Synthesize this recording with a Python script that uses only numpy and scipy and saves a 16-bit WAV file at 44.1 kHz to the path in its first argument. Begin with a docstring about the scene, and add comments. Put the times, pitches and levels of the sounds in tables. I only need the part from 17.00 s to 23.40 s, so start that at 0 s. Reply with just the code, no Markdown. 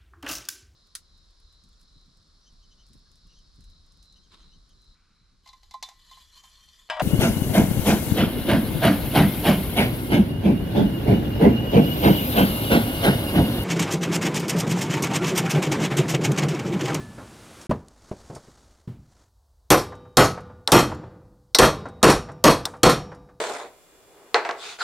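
"""First close broad hiss and a gripping glove over a faint rumble, a short silence, then bumps and sleeve rustle.
Then a hammer drives a steel part in a vise on a wooden bench: seven hard blows and three light touches.
Each blow is a noise crack, ringing steel modes, a bench boom and a room tail; loose parts land after it.
Bumps, bounces and rustle are coloured noise. Two close microphones feed a limiter that flattens the peaks."""
import sys
import numpy as np
from scipy import signal
from scipy.fft import rfft, irfft
from scipy.io import wavfile
from scipy.ndimage import uniform_filter1d, minimum_filter1d

SR = 44100
rng = np.random.default_rng(int(sys.argv[2]) if len(sys.argv) > 2 else 0)


def persist_wave(psi):
    """Save psi, clipped to +-1, as 16-bit WAV."""
    counts = np.round(np.clip(psi, -1, 1) * 32767).astype(np.int16)
    wavfile.write(sys.argv[1], SR, np.atleast_2d(counts).T)


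N = 282240
T = np.arange(round(1.5 * SR)) / SR  # time within one struck sound (s)
HZ = np.fft.rfftfreq(len(T), 1 / SR)


def amp(db):
    """Decibels to gain."""
    return 10 ** (np.asarray(db) / 20)


def unit(x):
    """Scales to rms 1."""
    return x / np.sqrt(np.mean(x ** 2) + 1e-20)


def read(points, hz):
    """Reads a table along a log-frequency axis."""
    f, value = np.transpose(points)
    return np.interp(np.log(hz + 1), np.log(f + 1), value)


def add(mix, s, sound):
    """Adds a sound at time s."""
    part = mix[round(s * SR):][:len(sound)]
    part += sound[:len(part)]


def noise(spectrum, size):
    """Noise of rms 1 with the given colour."""
    white = rfft(rng.standard_normal(size))
    colour = amp(read(spectrum, np.fft.rfftfreq(size, 1 / SR)))
    return unit(irfft(white * colour, size))


def fade(t60):
    """Free decay after a hit: 60 dB down after t60 seconds."""
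    return np.exp(-np.log(1000) * T / max(t60, 1e-3))


def swell(rise, delay):
    """Onset of a part that the shock takes time to reach; rise and delay in seconds."""
    return 1 - np.exp(-np.maximum(T - delay, 0) / max(rise, 1e-4))


def mode(hz, db, t60):
    """One dying partial."""
    return amp(db) * fade(t60) * np.sin(2 * np.pi * (hz * T + rng.random()))


def ring(modes, t60, spread_db):
    """Each strike excites the modes a little differently; higher modes die a little sooner."""
    total = 0
    for hz, db in modes:
        strike_db = spread_db * (2 * rng.random() - 1)
        total = total + mode(hz, db + strike_db, t60 / (1 + hz / 40000))
    return total


def dense_ring(spectrum, decays, peaky_db):
    """Countless overlapping modes, some standing out, whose bands die at their own speeds."""
    smooth = uniform_filter1d(uniform_filter1d(rng.standard_normal(len(HZ)), size=50), size=50)
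    peaks = np.clip(unit(smooth), -2.5, 2.5)
    peaky = irfft(rfft(noise(spectrum, len(T))) * amp(peaky_db * peaks), len(T))
    partials = rfft(unit(peaky))
    centres, t60s = np.transpose(decays)
    total = 0
    for one, t60 in zip(np.eye(len(centres)), t60s):
        band = read(np.c_[centres, one], HZ)  # neighbouring bands crossfade
        total = total + irfft(partials * band, len(T)) * fade(t60)
    return total


def level(s, db):
    """Gain that follows a level curve and is silent outside it."""
    return uniform_filter1d(np.interp(np.arange(N) / SR, s, amp(db), left=0, right=0), size=200)


# The quiet bed under the whole scene. Each row: frequency in Hz, relative density in dB per Hz.
FLOOR_SPECTRUM = [(15, -29.5), (25, -17.5), (53, 8), (97, -7), (195, -28.5), (911, -23.5), (2410, -46),
                  (4370, -33), (16000, -43)]


def floor():
    """Steady room rumble, as low-heavy noise."""
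    return amp(-60) * noise(FLOOR_SPECTRUM, N)


# Level curves of the opening. Each row: time in seconds, relative level of the close hiss in dB,
# relative level of the glove's grip in dB.
HISS_AND_GRIP = [(0.0, -52, -36.5), (0.07, -58, -40.5), (0.374, -55.5, -48.5), (0.624, -53.5, -51),
                 (0.67, -54, -60)]
# Colour of the close hiss. Each row: frequency in Hz, relative density in dB per Hz.
HISS_SPECTRUM = [(18, -65), (30, -34), (77, -17), (303, -6), (937, -14), (1350, -14.5), (2060, -18.5),
                 (9710, -24), (16000, -42)]


def hiss():
    """Broad close hiss that follows its own level curve."""
    s, hiss_db, _ = np.transpose(HISS_AND_GRIP)
    return amp(6) * level(s, hiss_db) * noise(HISS_SPECTRUM, N)


def grip():
    """The glove gripping the tools: dull noise that follows its own level curve."""
    s, _, grip_db = np.transpose(HISS_AND_GRIP)
    glove = [(25, -34), (80, 7), (240, 3.5), (500, -12.5), (1500, -18.0), (4000, -75)]  # (Hz, dB per Hz)
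    return amp(-2.5) * level(s, grip_db) * noise(glove, N)


def handled_tool():
    """A handled tool still rings at the start, as one dying partial."""
    out = np.zeros(N)
    add(out, 0, mode(1735, -47.0, 0.77))
    return out


# Dull bumps of hand and tools on the bench top. Each row: start in seconds, level in dB,
# treble corner in Hz, t60 of the main decay in seconds.
BUMPS = [(.18, -37.5, 1400, 0.31), (.694, -20.5, 385, 0.28), (0.709, -14, 1050, 0.08),
         (1.112, -24.5, 660, 0.096), (1.298, -33.5, 720, 0.26), (1.36, -33, 1040, 0.086),
         (1.475, -41.5, 487, .085), (1.874, -31, 247, 0.42)]


def bumps():
    """Soft contact with wood: low noise with a gentle onset and a faint longer tail."""
    out = np.zeros(N)
    soft = swell(.001, 0) ** 2
    for s, db, hz, t60 in BUMPS:
        wood = [(25, -22), (55, -3), (130, 2), (hz, -6), (2.22 * hz, -27), (16000, -58)]  # (Hz, dB per Hz)
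        decay = fade(t60) + 0.042 * fade(0.59)
        add(out, s, amp(db) * noise(wood, len(T)) * decay * soft)
    return out


# How the bench and the metal on it die away. Each row: frequency in Hz, t60 in seconds.
BENCH_T60 = [(60, .4), (200, .25), (3000, .25), (8000, .23), (15000, .175)]


def tick(db, t60):
    """A tiny piece of metal tinkles: dense high modes, shortened by a further decay of t60 seconds."""
    spectrum = [(500, -20), (3000, -7), (5500, 0), (9500, -3), (16000, -26)]  # (Hz, dB per Hz)
    tinkle = dense_ring(spectrum, BENCH_T60, peaky_db=5)
    return amp(db) * tinkle * fade(t60)


# Handled metal at the bench. Each row: start in seconds, level in dB, t60 of the added decay in seconds.
TICKS = [(.613, -45, .24), (.711, -43.5, 0.03), (.884, -43, 0.012), (1.35, -44.5, 0.25)]


def ticks():
    """Small metal tinkles as the tools are handled."""
    out = np.zeros(N)
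    for s, db, t60 in TICKS:
        add(out, s, tick(db, t60))
    return out


# Movement of the arm. Each row: time in seconds, relative level of the rustle in dB.
SLEEVE_LEVEL = [(0.74, -70), (0.852, -76), (1.082, -64.5), (1.278, -61.5), (1.952, -89), (2.094, -74),
                (2.22, -70.5), (2.3, -93)]
# Colour of the cloth. Each row: frequency in Hz, relative density in dB per Hz.
SLEEVE_SPECTRUM = [(100, 12), (1400, 0.5), (2600, -10.5), (4500, -4.5), (7000, -5), (10500, -15),
                   (16000, -34)]


def sleeve():
    """Rustling cloth: noise whose level follows the arm and flickers with a random grain."""
    grain = unit(uniform_filter1d(rng.standard_normal(N), size=300))
    movement = level(*np.transpose(SLEEVE_LEVEL))
    return amp(9) * movement * noise(SLEEVE_SPECTRUM, N) * amp(1.9 * grain)


# The hammer's first contact. Each row: frequency in Hz, relative density in dB per Hz.
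CRACK_SPECTRUM = [(300, -13.5), (1500, -12.5), (3500, 5), (9500, 2), (12000, -9.5), (16000, -15.5)]


def crack():
    """The sharp contact of hammer and steel: a short bright burst of noise."""
    return amp(-0.5) * noise(CRACK_SPECTRUM, len(T)) * fade(0.083)


def favour(hz, centre_hz, slope_db):
    """The point of impact favours the upper modes near one pitch (dB, sloping per octave up to 0.8 octave)."""
    return -slope_db * (hz > 1200) * min(abs(np.log2(hz / centre_hz)), .8)


# Clear modes of the struck part in the vise. Each row: frequency in Hz, relative level in dB.
STEEL_MODES = [(1290, 5), (1693, -5), (2511, -6), (2597, -7), (3160, 0), (3305, -3), (3771, -7), (4266, 1),
               (4495, -9), (5388, -8), (5572, -9), (7157, -9), (7593, -11), (8018, -13), (8700, -11),
               (9062, -13), (9692, -14), (10405, -16), (10583, -12), (11304, -20), (12440, -18)]
# Dense clatter of the vise. 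Each row: frequency in Hz, relative density in dB per Hz.
CLATTER_SPECTRUM = [(300, -23.5), (1200, -10), (2000, 5.5), (2850, -31.5), (3400, 3), (4500, 5.5),
                    (5050, 4.5), (5600, 6.5), (6700, -0.5), (9000, 0), (12000, -3.5), (16000, -25)]


def steel_part(centre_hz):
    """A few clear modes of the struck part over the dense clatter of the vise."""
    modes = [(hz, db + favour(hz, centre_hz, 8)) for hz, db in STEEL_MODES]
    clear = amp(-6.5) * ring(modes, t60=.27, spread_db=4)
    clatter = amp(-2) * dense_ring(CLATTER_SPECTRUM, BENCH_T60, peaky_db=5.5)
    return clear + clatter


# High modes of the small steel insert. Each row: frequency in Hz, relative level in dB.
PING_MODES = [(10583, -11), (11740, 0), (12680, 0), (13315, -9)]


def insert_ping():
    """The small steel insert pings in a few high modes."""
    return ring(PING_MODES, t60=0.28, spread_db=1.0)


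# Dense body of the wooden bench. Each row: frequency in Hz, relative density in dB per Hz.
BOOM_SPECTRUM = [(25, -22.5), (58, -9.5), (85, -16), (145, -0.5), (300, -1), (500, 0.5), (700, -3.5),
                 (1250, -4.5), (1700, -13), (2800, -17.5), (8000, -47)]
# Clear modes of the bench. Each row: frequency in Hz, relative level in dB.
BENCH_MODES = [(145, -1), (225, -1), (307, 0), (360, -2), (480, 0), (510, -1), (742, -5), (1051, -6),
               (1153, -6)]


def bench_boom():
    """The heavy bench booms a moment after the crack: dense modes with a few clear ones."""
    dense = amp(8.0) * dense_ring(BOOM_SPECTRUM, BENCH_T60, peaky_db=2.0)
    clear = amp(-3.0) * ring(BENCH_MODES, t60=0.24, spread_db=1.5)
    return (dense + clear) * swell(0.0043, 0.0012)


# Colour of the room around the bench. Each row: frequency in Hz, relative density in dB per Hz.
ROOM_SPECTRUM = [(25, -33.5), (58, -8.5), (85, 4.5), (150, 4), (300, -2.5), (600, -7.5), (1200, -12.5),
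                 (2200, -23), (5000, -23), (10000, -38.5), (16000, -52)]
# How the room dies away. Each row: frequency in Hz, t60 in seconds.
ROOM_T60 = [(60, 1.3), (200, 1.05), (1000, .95), (3000, .7), (7000, .55), (15000, .25)]


def room_tail():
    """The room answers slightly late and dies slowest in the bass."""
    return amp(-18.5) * dense_ring(ROOM_SPECTRUM, ROOM_T60, peaky_db=2.5) * swell(.02, .004)


# Lightly damped metal around the vise. Each row: frequency in Hz, level in dB before the impact
# favours some modes, t60 in seconds.
LINGER_MODES = [(495, -36, 1.4), (799, -47, 1.1), (882, -47, 1.2), (1190, -37, .9), (1290, -14, .4),
                (1445, -45, 1.5), (2372, -52, 1.1), (3057, -58, 1.3), (3795, -47, 1.2), (4979, -57, 1.1),
                (5574, -28, .48), (7162, -35, .5)]


def lingering(centre_hz):
    """Faint tones that sing on between the blows."""
    return sum(mode(hz, db + favour(hz, centre_hz, 21), t60) for hz, db, t60 in LINGER_MODES)


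# Hard blows on the part. Each row: start in seconds, level in dB, firmness of the contact in dB,
# level of the high ping in dB relative to the blow, Hz where the steel rings loudest, Hz where it lingers.
BLOWS = [(2.703, -11, 0, -9.5, 8100, 3340), (3.170, -8, 1, -16, 4130, 1290),
         (3.719, -3.5, -1, -14.5, 2620, 7790), (4.586, -5, 0, -17.5, 3960, 3800),
         (5.029, -7.5, 6, -24, 6350, 5800), (5.44, -11, 5, -13.5, 2870, 2600),
         (5.832, -9.5, 4.5, -28.5, 3880, 5340)]
STEEL_DB = -3  # the steel's drive; firmness raises bench and steel alike


def blows(rebound_s=0.06):
    """Crack and steel together, then the heavy bench and the room; the part jumps and seats itself again."""
    out = np.zeros(N)
    contact = swell(.0008, 0)
    for s, db, firm_db, ping_db, steel_hz, linger_hz in BLOWS:
        boom = amp(firm_db) * bench_boom()
        steel = amp(firm_db + STEEL_DB) * steel_part(steel_hz) * contact
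        ping = amp(ping_db) * insert_ping()
        blow = crack() * contact + boom + steel + ping + room_tail()
        # the lingering tones do not follow the level of the blow
        add(out, s, amp(db) * blow + lingering(linger_hz))
        seating_s = s + rebound_s * (1.0 + 0.24 * rng.random())
        add(out, seating_s, amp(db + firm_db + STEEL_DB - 14.5) * steel_part(steel_hz))
    return out


# Time in the air of the parts thrown off the bench. Each entry, one per blow: first flight in seconds.
FLIGHTS_S = [.218, .205, .197, .269, .258, .297, .285]
# Dull rattle on the bench. Each row: frequency in Hz, relative density in dB per Hz.
RATTLE_SPECTRUM = [(80, -17.5), (400, 6.5), (950, 8.5), (1500, 3.5), (2800, -18.5), (6000, -26),
                   (14000, -50.5)]
FLIGHT_KEEP = .6  # share of the flight time kept at each bounce
LANDING_DB, BOUNCE_LOSS_DB = -24.5, 14  # first landing relative to the blow, loss at each bounce
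BIT_LAG_S, BIT_DB, BIT_T60 = .031, -48.5, 0.075  # small bit: lag, level relative to the blow, added decay (s)


def loose_parts(count=2):
    """Each blow throws loose parts off the bench; they land and bounce, and a bit of metal falls just behind."""
    out = np.zeros(N)
    soft = swell(.001, 0)
    for (s, db, *_), flight_s in zip(BLOWS, FLIGHTS_S):
        landings = s + np.cumsum(flight_s * FLIGHT_KEEP ** np.arange(count))
        for hop, landing_s in enumerate(landings):
            hop_db = db + LANDING_DB - hop * BOUNCE_LOSS_DB
            add(out, landing_s, amp(hop_db) * noise(RATTLE_SPECTRUM, len(T)) * fade(.13) * soft)
        add(out, landings[0] + BIT_LAG_S, tick(db + BIT_DB, BIT_T60))
    return out


# Light steel-on-steel touches. Each row: start in seconds, level in dB, centre in Hz,
# t60 in seconds (the ring shortens it toward the treble, the contact noise halves it).
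CLINKS = [(3.676, -5.5, 3500, 0.017), (4.548, -5, 6030, 0.085), (5.654, -12.5, 7020, 0.039)]
# Modes of the hammer head. Each row: frequency in Hz, relative level in dB.
HEAD_MODES = [(866, -1), (1399, -3), (2034, -6), (3560, -4), (3800, -4), (4005, 0), (4230, -4), (4710, -7),
              (5383, 0), (5878, -7), (8403, -4), (9372, -11), (12150, -9)]
CLINK_WASH, CLINK_WASH_T60 = .022, .3  # faint wash after a touch: gain, t60 (s)


def clinks():
    """The hammer face stays on the part and damps it quickly; the bench hardly moves."""
    out = np.zeros(N)
    for s, db, hz, t60 in CLINKS:
        # modes weaken by 5 dB per octave away from the centre
        modes = [(f, mode_db - 5 * abs(np.log2(f / hz))) for f, mode_db in HEAD_MODES]
        head = 0.48 * ring(modes, t60, spread_db=4.5)
        decay = 0.29 * fade(t60 / 2) + CLINK_WASH * fade(CLINK_WASH_T60)
        contact = noise(CRACK_SPECTRUM, len(T)) * decay
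        body = amp(-14.5) * noise(RATTLE_SPECTRUM, len(T)) * fade(0.14) * swell(0.006, 0)
        add(out, s, amp(db) * (head + contact + body))
    return out


def scene():
    """All sources reach two close microphones, which differ only in phase, mostly in the treble."""
    quiet_sounds = floor() + hiss() + grip() + handled_tool() + bumps() + ticks() + sleeve()
    mid = quiet_sounds + blows() + loose_parts() + clinks()
    width = [(2500, -70), (4000, -21), (8000, -17), (13000, -12)]  # (Hz, dB)
    hz = np.fft.rfftfreq(N, 1 / SR)
    ripple = np.sqrt(2) * np.sin(2 * np.pi * (hz / 1300 + rng.random()))
    # a quarter-turn of phase leaves both microphones equally loud
    side = irfft(1j * rfft(mid) * amp(read(width, hz)) * ripple, N)
    return np.array([mid + side, mid - side])


# The short silence after the opening hiss and grip. Its two entries: start and end in seconds.
SILENCE = (.669, .694)
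EDGE_HZ = 16000  # upper band limit


def record(dry, recovery_db_per_s=411.5, size=90):
    """A fast limiter shared by both microphones recovers at a steady rate; a brief mute; the band limit."""
    ceiling_db = -.7
    over_db = np.maximum(20 * np.log10(abs(dry).max(0) + 1e-9) - ceiling_db, 0)
    fall = np.arange(N) * recovery_db_per_s / SR
    held_db = np.maximum.accumulate(over_db + fall) - fall
    # the centred windows (in samples) let the gain drop just before each peak
    gain_db = uniform_filter1d(minimum_filter1d(-held_db, size), size)
    limited = dry * amp(gain_db)
    t = np.arange(N) / SR
    is_open = (t < SILENCE[0]) | (t > SILENCE[1])
    muted = limited * uniform_filter1d(1. * is_open, size)
    low_pass = signal.firwin(401, EDGE_HZ, window=("kaiser", 9), fs=SR)
    return signal.oaconvolve(muted, low_pass[None], "same")


dry = scene()
out = record(dry)
persist_wave(out)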